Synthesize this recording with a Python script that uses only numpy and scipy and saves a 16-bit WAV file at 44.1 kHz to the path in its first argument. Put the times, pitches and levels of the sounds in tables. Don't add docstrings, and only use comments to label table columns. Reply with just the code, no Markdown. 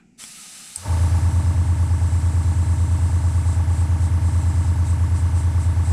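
import sys
import numpy as np
from scipy import signal
from scipy.io import wavfile
from scipy.ndimage import uniform_filter1d

SR = 44100
rng = np.random.default_rng(int(sys.argv[2]) if len(sys.argv) > 2 else 0)


def to_linear_factor(level_db):
    exponent = np.asarray(level_db, float) / 20
    return 10 ** exponent


def bounce(signal):
    frames = np.transpose(np.atleast_2d(signal))
    limited = np.clip(frames, -1, 1)
    pcm = np.round(limited * 32767).astype(np.int16)
    wavfile.write(sys.argv[1], SR, pcm)


N = 261380
T = np.arange(N) / SR

# frequency in Hz, level in dB.
JET = [(200, -43), (500, -13.5), (1100, -12), (1300, -5.5), (2000, -4.5), (3200, 0), (5200, -2.5),
       (8200, -1.5), (10500, -2), (11200, -9.5), (12000, -10.5), (13800, -16.5), (15700, -28)]
# frequency in Hz, level in dB.
SPRAY = [(1500, -35), (2500, -9.5), (4000, -5.5), (5500, -9.5), (6800, -5.5), (7500, 0), (8700, 0.5),
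         (9500, -9.5), (10500, -9), (11200, -21), (13000, -20), (15700, -36)]
# centre in Hz, width in Hz, height in dB.
BOOTH = [(784, 170, 6), (1265, 57, 8.5), (3276, 330, -6.5), (5170, 57, 7), (5530, 100, 2), (6030, 250, 5),
         (7360, 100, 6), (8050, 650, 4.5), (8580, 620, 4), (9320, 330, -5), (10070, 270, 5.5),
         (11750, 300, -1.5), (12500, 300, -1), (13800, 400, 1)]
# start in seconds, opening time in seconds, shut at in seconds,
# spray level in dB.
PULLS = [(1.05, .3, 1.87, -49.5), (1.5, .6, 3.42, -47.5), (3.41, .07, 3.54, -43.5), (3.66, .1, 3.815, -44),
         (3.995, .025, 4.055, -44), (4.17, .12, 4.69, -47.5), (4.835, .03, 4.91, -44),
         (5.135, .025, 5.195, -44.5), (5.335, .035, 5.41, -44), (5.575, .03, 5.65, -45),
         (5.82, .04, 5.92, -44)]
PAINT_STOP_DB_PER_S, DRIBBLE_DB = 230, -73.5
AIR_ON_S, AIR_RISE_S, AIR_DB = 0.17, 0.03, -41
SURGE_DB, SURGE_END_S, SURGE_FADE_S = 2, 0.245, 0.027
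DUCK_FROM_S, DUCK_S, DUCK_DB = 1.0, 0.61, -6.5

# start in turns, speed in turns/s, sag under load in turns/s2, easing in turns/s3.
CRANK = (.2623, 27.76472, -.0067644, .00016467)
# start in turns, twice the line frequency in Hz, drift in turns/s2.
MAINS = (-.1635, 119.92585, .0015373)
# mains multiple, crank angle of the push in turns, lead in turns,
# then rows of shaft order, level in dB.
STROKES = (0, .141, .472, [(1, -61.1), (2, -40.5), (3, -19.5), (4, -30.8), (5, -39.3), (6, -52.5),
           (7, -45.0), (8, -59.3), (9, -46.8), (10, -49.7), (11, -47.3), (12, -62.6), (13, -58.5),
           (15, -62.3), (16, -61.5), (17, -63.8), (18, -58.3), (21, -56.9), (22, -64.7), (23, -55.7),
           (24, -57.7)] + [(25, -62), (26, -65), (32, -56)])
PULL = (1, .937, .214, [(-2, -42.4), (-1, -23.8), (0, -40.2), (1, -45.0), (2, -49.7), (3, -47.1),
        (4, -56.1), (5, -52.3), (6, -60.5), (7, -55.5), (8, -57.3), (9, -64.6)])
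SLIP = (-1, .479, .449, [(7, -49.7), (8, -42.7), (9, -39.6), (10, -55.1), (11, -53.7), (12, -51.3),
        (13, -58.9), (15, -49.7), (16, -61.0), (18, -63.3), (22, -62.1)] + [(38, -54), (39, -64)])
DOUBLE_PULL = (2, .479, .628, [(-6, -52.6), (-5, -49.3), (-4, -49.3), (-3, -56.4), (-2, -53.8), (-1, -52.6),
               (0, -60.2), (1, -59.8), (2, -55.4), (4, -63.1)])
# frequency in Hz, width in Hz.
BENCH = [(93.4, 3.2), (191.6, 3), (287.9, 21.8), (650, 10.5)]
# time in seconds, stroke lines in dB, mains lines in dB, both re steady running.
START_UP = [
    (.76, -62, -48),
    (.775, -22, -31),
    (.84, -31, -18),
    (.875, -2, 5),
    (.92, 1.5, -20),
    (.98, 1.5, -7),
    (1.02, 2.5, -1.5),
    (1.3, 0.4, 1.5),
    (2.0, 0.3, -0.1),
]
SHUDDER_DB = -48

# casing mode in Hz, crank angle in turns, mains phase of the hardest blow in turns,
# swing in dB, t60 in seconds.
KNOCKS = [(1135, .96, .95, 4, .035), (915, .54, .4, 3, .08), (1020, .86, .2, 3, .04),
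          (1020, .3, .6, 2.5, .04), (1320, .99, .5, 2.5, .025), (1320, .33, .4, 1.5, .035),
          (1510, .94, .6, 2.5, .04), (1510, .22, .5, 1.5, .04), (1510, .71, .4, 1.5, .02),
          (1660, .77, .8, 1.5, .028), (1745, .78, .9, 1.5, .035), (1700, .27, .3, 2.5, .03),
          (2000, .2, .9, 1.5, .04), (2000, .53, .4, 1.5, .02), (2000, .76, .9, 1.5, .03),
          (2130, .52, .5, 3, .045), (2320, .42, .4, 4, .05), (480, .06, .3, 6, .06),
          (3300, .88, .2, 3, .008)]
KNOCK_DB = [-1, -1.5, -6.5, -9, -10, -6.5, -10.5, -11.5, -9, -8.5, -16, -8, -10, -22, -15, -10, -14.5,
            -19.5, -21.5]
# frequency in Hz, level in dB.
WHIR = [(200, -20), (350, -6), (520, -17), (750, -17), (1000, -34.5), (1500, -11), (2200, -25.5),
        (2500, -15.5), (3500, -21.5), (5000, -46.5), (8000, -100)]
# centre in Hz, width in Hz, height in dB.
CASING = [(637, 200, 9.5), (804, 60, 17.5), (870, 33, -3), (1150, 160, 20), (1470, 100, 5),
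          (1530, 190, -17), (1810, 170, 10.5), (1870, 64, 1.5), (2180, 64, 13)]
WHIR_DB = -4.5
CATCH_S, CATCH_RISE_S = 0.82, 0.04
STEADY_DB = -43
STALL_DB, CLATTER_DB = -55, -41
CLATTER_DUCK = 0.51
# casing mode in Hz, crank angle in turns, double-pull phase in turns, t60 in seconds.
SLAP = (834, .14, .17, .05)
SLAP_DB, SLAP_CHANCE = -7, 0.25
# frequency in Hz, level in dB per Hz.
RATTLE_COLOUR = [(150, -23), (220, 2), (400, -34), (560, -5), (630, -1), (740, -26), (860, 1.5), (920, 0),
                 (990, -12), (1500, -29)]
RATTLE_DB, RATTLE_UNTIL_S, RATTLE_DB_PER_S = -39, 0.87, 19

# time in seconds, peak in dB.
TRIGGER = (.2391, -20)
# time in seconds, peak in dB.
SWITCH = (.7591, -9.5)
# delay in seconds, level in dB.
SWITCH_BOUNCE = (.00098, 8)
# frequency in Hz, level in dB, t60 in seconds.
TRIGGER_MODES = [(3370, -2, 0.017), (2360, -4, .015), (5100, -3, 0.0081), (7760, 2, .008),
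                 (1100, -19, 0.016)]
# frequency in Hz, level in dB, t60 in seconds.
SWITCH_MODES = [(8140, -2, 0.0094), (8670, -2.5, 0.014), (5130, -7.5, .004), (12100, -14, .004),
                (14300, -18, .003), (870, -38, 0.11)]
ECHO_FROM_S, ECHO_GAP_S, ECHO_DB, ECHO_T60_S = 0.004, 0.0011, -12, 0.22

# frequency in Hz, level in dB per Hz.
ROOM = [(15, -53), (25, -9), (69, -6), (102, -46), (136, -6), (211, 1.5), (288, -12.5), (328, -9.5),
        (566, -32), (754, -22), (1110, -45), (2490, -24.5), (3410, -40.5), (7630, -32), (12500, -54),
        (16200, -89), (22000, -120)]
ROOM_DB = -56
# frequency in Hz, level in dB per Hz.
FADING_COLOUR = [(250, -30), (320, 11), (450, -30), (800, -7), (1050, -17), (1400, 0), (1750, -10),
                 (2450, -10), (3200, -18), (8000, -36), (13000, -70)]
FADING_DB, FADING_S, FADING_FALL_DB = -59.5, 0.09, -27
EDGE_HZ = 15800


def evened(x):
    return x / np.sqrt(np.mean(x ** 2) + 1e-20)


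def curve(rows, axis=1):
    rows = np.transpose(rows)
    return to_linear_factor(np.interp(T, rows[0], rows[axis], left=-120))


def ramp(start, rise):
    return np.clip((T - start) / rise, 0, 1)


def burst(start, rise, end, db, fall_db_per_s):
    return ramp(start, rise) * to_linear_factor(db - fall_db_per_s * np.maximum(T - end, 0))


def turns(rule):
    return np.polyval(rule[::-1], T)


def once_a_turn(angle):
    return np.flatnonzero(np.diff(np.floor(turns(CRANK) - angle)))


def noise(shape, patchy_db, ripples=()):
    frames, hz = N // 256 + 5, np.fft.rfftfreq(1024, 1 / SR)
    real, imaginary, patches = rng.standard_normal((frames, 513, 3)).T
    patches = uniform_filter1d(patches, 10, 0)
    patches = evened(uniform_filter1d(patches, 8, 1))
    shape_hz, shape_db = np.transpose(shape)
    db = np.interp(np.log(hz + 1), np.log(shape_hz + 1), shape_db)
    for centre, width, height in ripples:
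        db = db + height / (1 + (2 * (hz - centre) / width) ** 2)
    spectra = (real + 1j * imaginary) * to_linear_factor(db[:, None] + patchy_db * patches)
    return evened(signal.istft(spectra, nperseg=1024, noverlap=768)[1][:N])


def ring(modes, size):
    t = T[:size]
    return sum(to_linear_factor(db - 60 * t / t60) * np.sin(2 * np.pi * hz * t) for hz, db, t60 in modes)


def airbrush():
    surge_db = SURGE_DB * (1 - ramp(SURGE_END_S, SURGE_FADE_S))
    duck_db = DUCK_DB * ramp(DUCK_FROM_S, DUCK_S)
    air = ramp(AIR_ON_S, AIR_RISE_S) ** 2 * to_linear_factor(AIR_DB + surge_db + duck_db)
    paint = np.max([burst(*pull, PAINT_STOP_DB_PER_S) for pull in PULLS], axis=0)
    paint = paint + to_linear_factor(DRIBBLE_DB) * (T > PULLS[0][0])
    return air * noise(JET, 0.94, BOOTH) + paint * noise(SPRAY, 1.0, BOOTH)


def casing():
    running = to_linear_factor(CLATTER_DB + CLATTER_DUCK * DUCK_DB * ramp(DUCK_FROM_S, DUCK_S))
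    return to_linear_factor(STALL_DB) * ramp(SWITCH[0], 0.02) + running * ramp(CATCH_S, CATCH_RISE_S)


def hum():
    crank, pull = turns(CRANK), turns(MAINS)
    strokes, mains, high = layers = np.zeros((3, N))
    for multiple, push, lead, orders in (STROKES, PULL, SLIP, DOUBLE_PULL):
        for order, db in orders:
            hz = order * CRANK[1] + multiple * MAINS[1]
            lag = sum(np.angle(mode ** 2 - hz ** 2 + 1j * hz * width) for mode, width in BENCH)
            angle = order * (crank - push) + multiple * pull + lead
            layer = 2 if hz > 400 else int(multiple != 0)
            layers[layer] += np.sqrt(2) * to_linear_factor(db) * np.cos(2 * np.pi * angle - lag)
    shake = signal.lfilter(*signal.iirpeak(92, 5.0, SR), rng.standard_normal(N))
    bench = curve(START_UP) * (strokes + to_linear_factor(SHUDDER_DB) * evened(shake))
    bench = bench + curve(START_UP, axis=2) * mains
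    return bench + casing() / to_linear_factor(STEADY_DB) * high


def clatter():
    pull, knocks = turns(MAINS), np.zeros(N)
    for (hz, angle, hardest, swing_db, t60), db in zip(KNOCKS, KNOCK_DB):
        at = once_a_turn(angle)
        phase = 2 * np.pi * (pull[at] - hardest)
        time_chance, force_chance = rng.standard_normal((200, 2))[:len(at)].T
        shift_s = 0.00022 * np.sin(phase) + 0.00006 * time_chance
        blows = np.zeros(N + SR)
        blows[at + np.round(shift_s * SR).astype(int)] = to_linear_factor(swing_db * np.cos(phase) + 0.73 * force_chance)
        soft_onset = (1 - np.exp(-T[:6000] / t60 / 0.06)) ** 2
        body = ring([(hz, 0, t60)], size=6000) * soft_onset
        knocks += to_linear_factor(db) * evened(signal.oaconvolve(blows, body)[:N])
    whir = to_linear_factor(WHIR_DB) * noise(WHIR, 0.28, CASING)
    return casing() * to_linear_factor(-0.5) * evened(evened(knocks) + whir)


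def slap():
    hz, angle, side, t60 = SLAP
    at, blows = once_a_turn(angle), np.zeros(N)
    favoured = np.cos(2 * np.pi * (2 * turns(MAINS)[at] - side))
    blows[at] = favoured + SLAP_CHANCE * rng.standard_normal(200)[:len(at)]
    body = ring([(hz, 0, t60)], size=6000) * (1 - np.exp(-T[:6000] / 0.003))
    return casing() * to_linear_factor(SLAP_DB) * evened(signal.oaconvolve(blows, body)[:N])


def rattle():
    level = burst(CATCH_S, CATCH_RISE_S, RATTLE_UNTIL_S, RATTLE_DB, RATTLE_DB_PER_S)
    return level * noise(RATTLE_COLOUR + [(4000, -90)], 1.5)


def clicks():
    stop, snaps = np.zeros((2, N))
    stop[round(TRIGGER[0] * SR)] = to_linear_factor(TRIGGER[1] - 9.0)
    place, strength = rng.random(60), rng.standard_normal(60)
    later = ECHO_FROM_S + ECHO_GAP_S * (np.arange(60) + place)
    echo_db = SWITCH[1] - 8.0 + ECHO_DB - 60 * later / ECHO_T60_S
    snaps[np.round((SWITCH[0] + later) * SR).astype(int)] = strength * to_linear_factor(echo_db)
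    for delay, db in [(0, 0), SWITCH_BOUNCE]:
        snaps[round((SWITCH[0] + delay) * SR)] = to_linear_factor(SWITCH[1] - 9.0 + db)
    snap = ring(SWITCH_MODES, size=6000) * (1 - np.exp(-T[:6000] / 0.00026))
    trigger = signal.oaconvolve(stop, ring(TRIGGER_MODES, size=6000))
    return (trigger + signal.oaconvolve(snaps, snap))[:N]


def workshop():
    fading = to_linear_factor(FADING_DB + FADING_FALL_DB * (1 - np.exp(-T / FADING_S)))
    return to_linear_factor(ROOM_DB) * noise(ROOM, 1.35) + fading * noise(FADING_COLOUR, 1.5)


def scene():
    return (airbrush() + hum() + clatter() + slap() + rattle() + clicks() + workshop())[None]


def band_limit(x):
    return signal.sosfilt(signal.butter(12, 15620, fs=SR, output="sos"), x)


def record(dry):
    limited = signal.oaconvolve(dry, signal.firwin(255, EDGE_HZ, fs=SR)[None], "same")
    return band_limit(limited)


dry = scene()
out = record(dry)
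bounce(out)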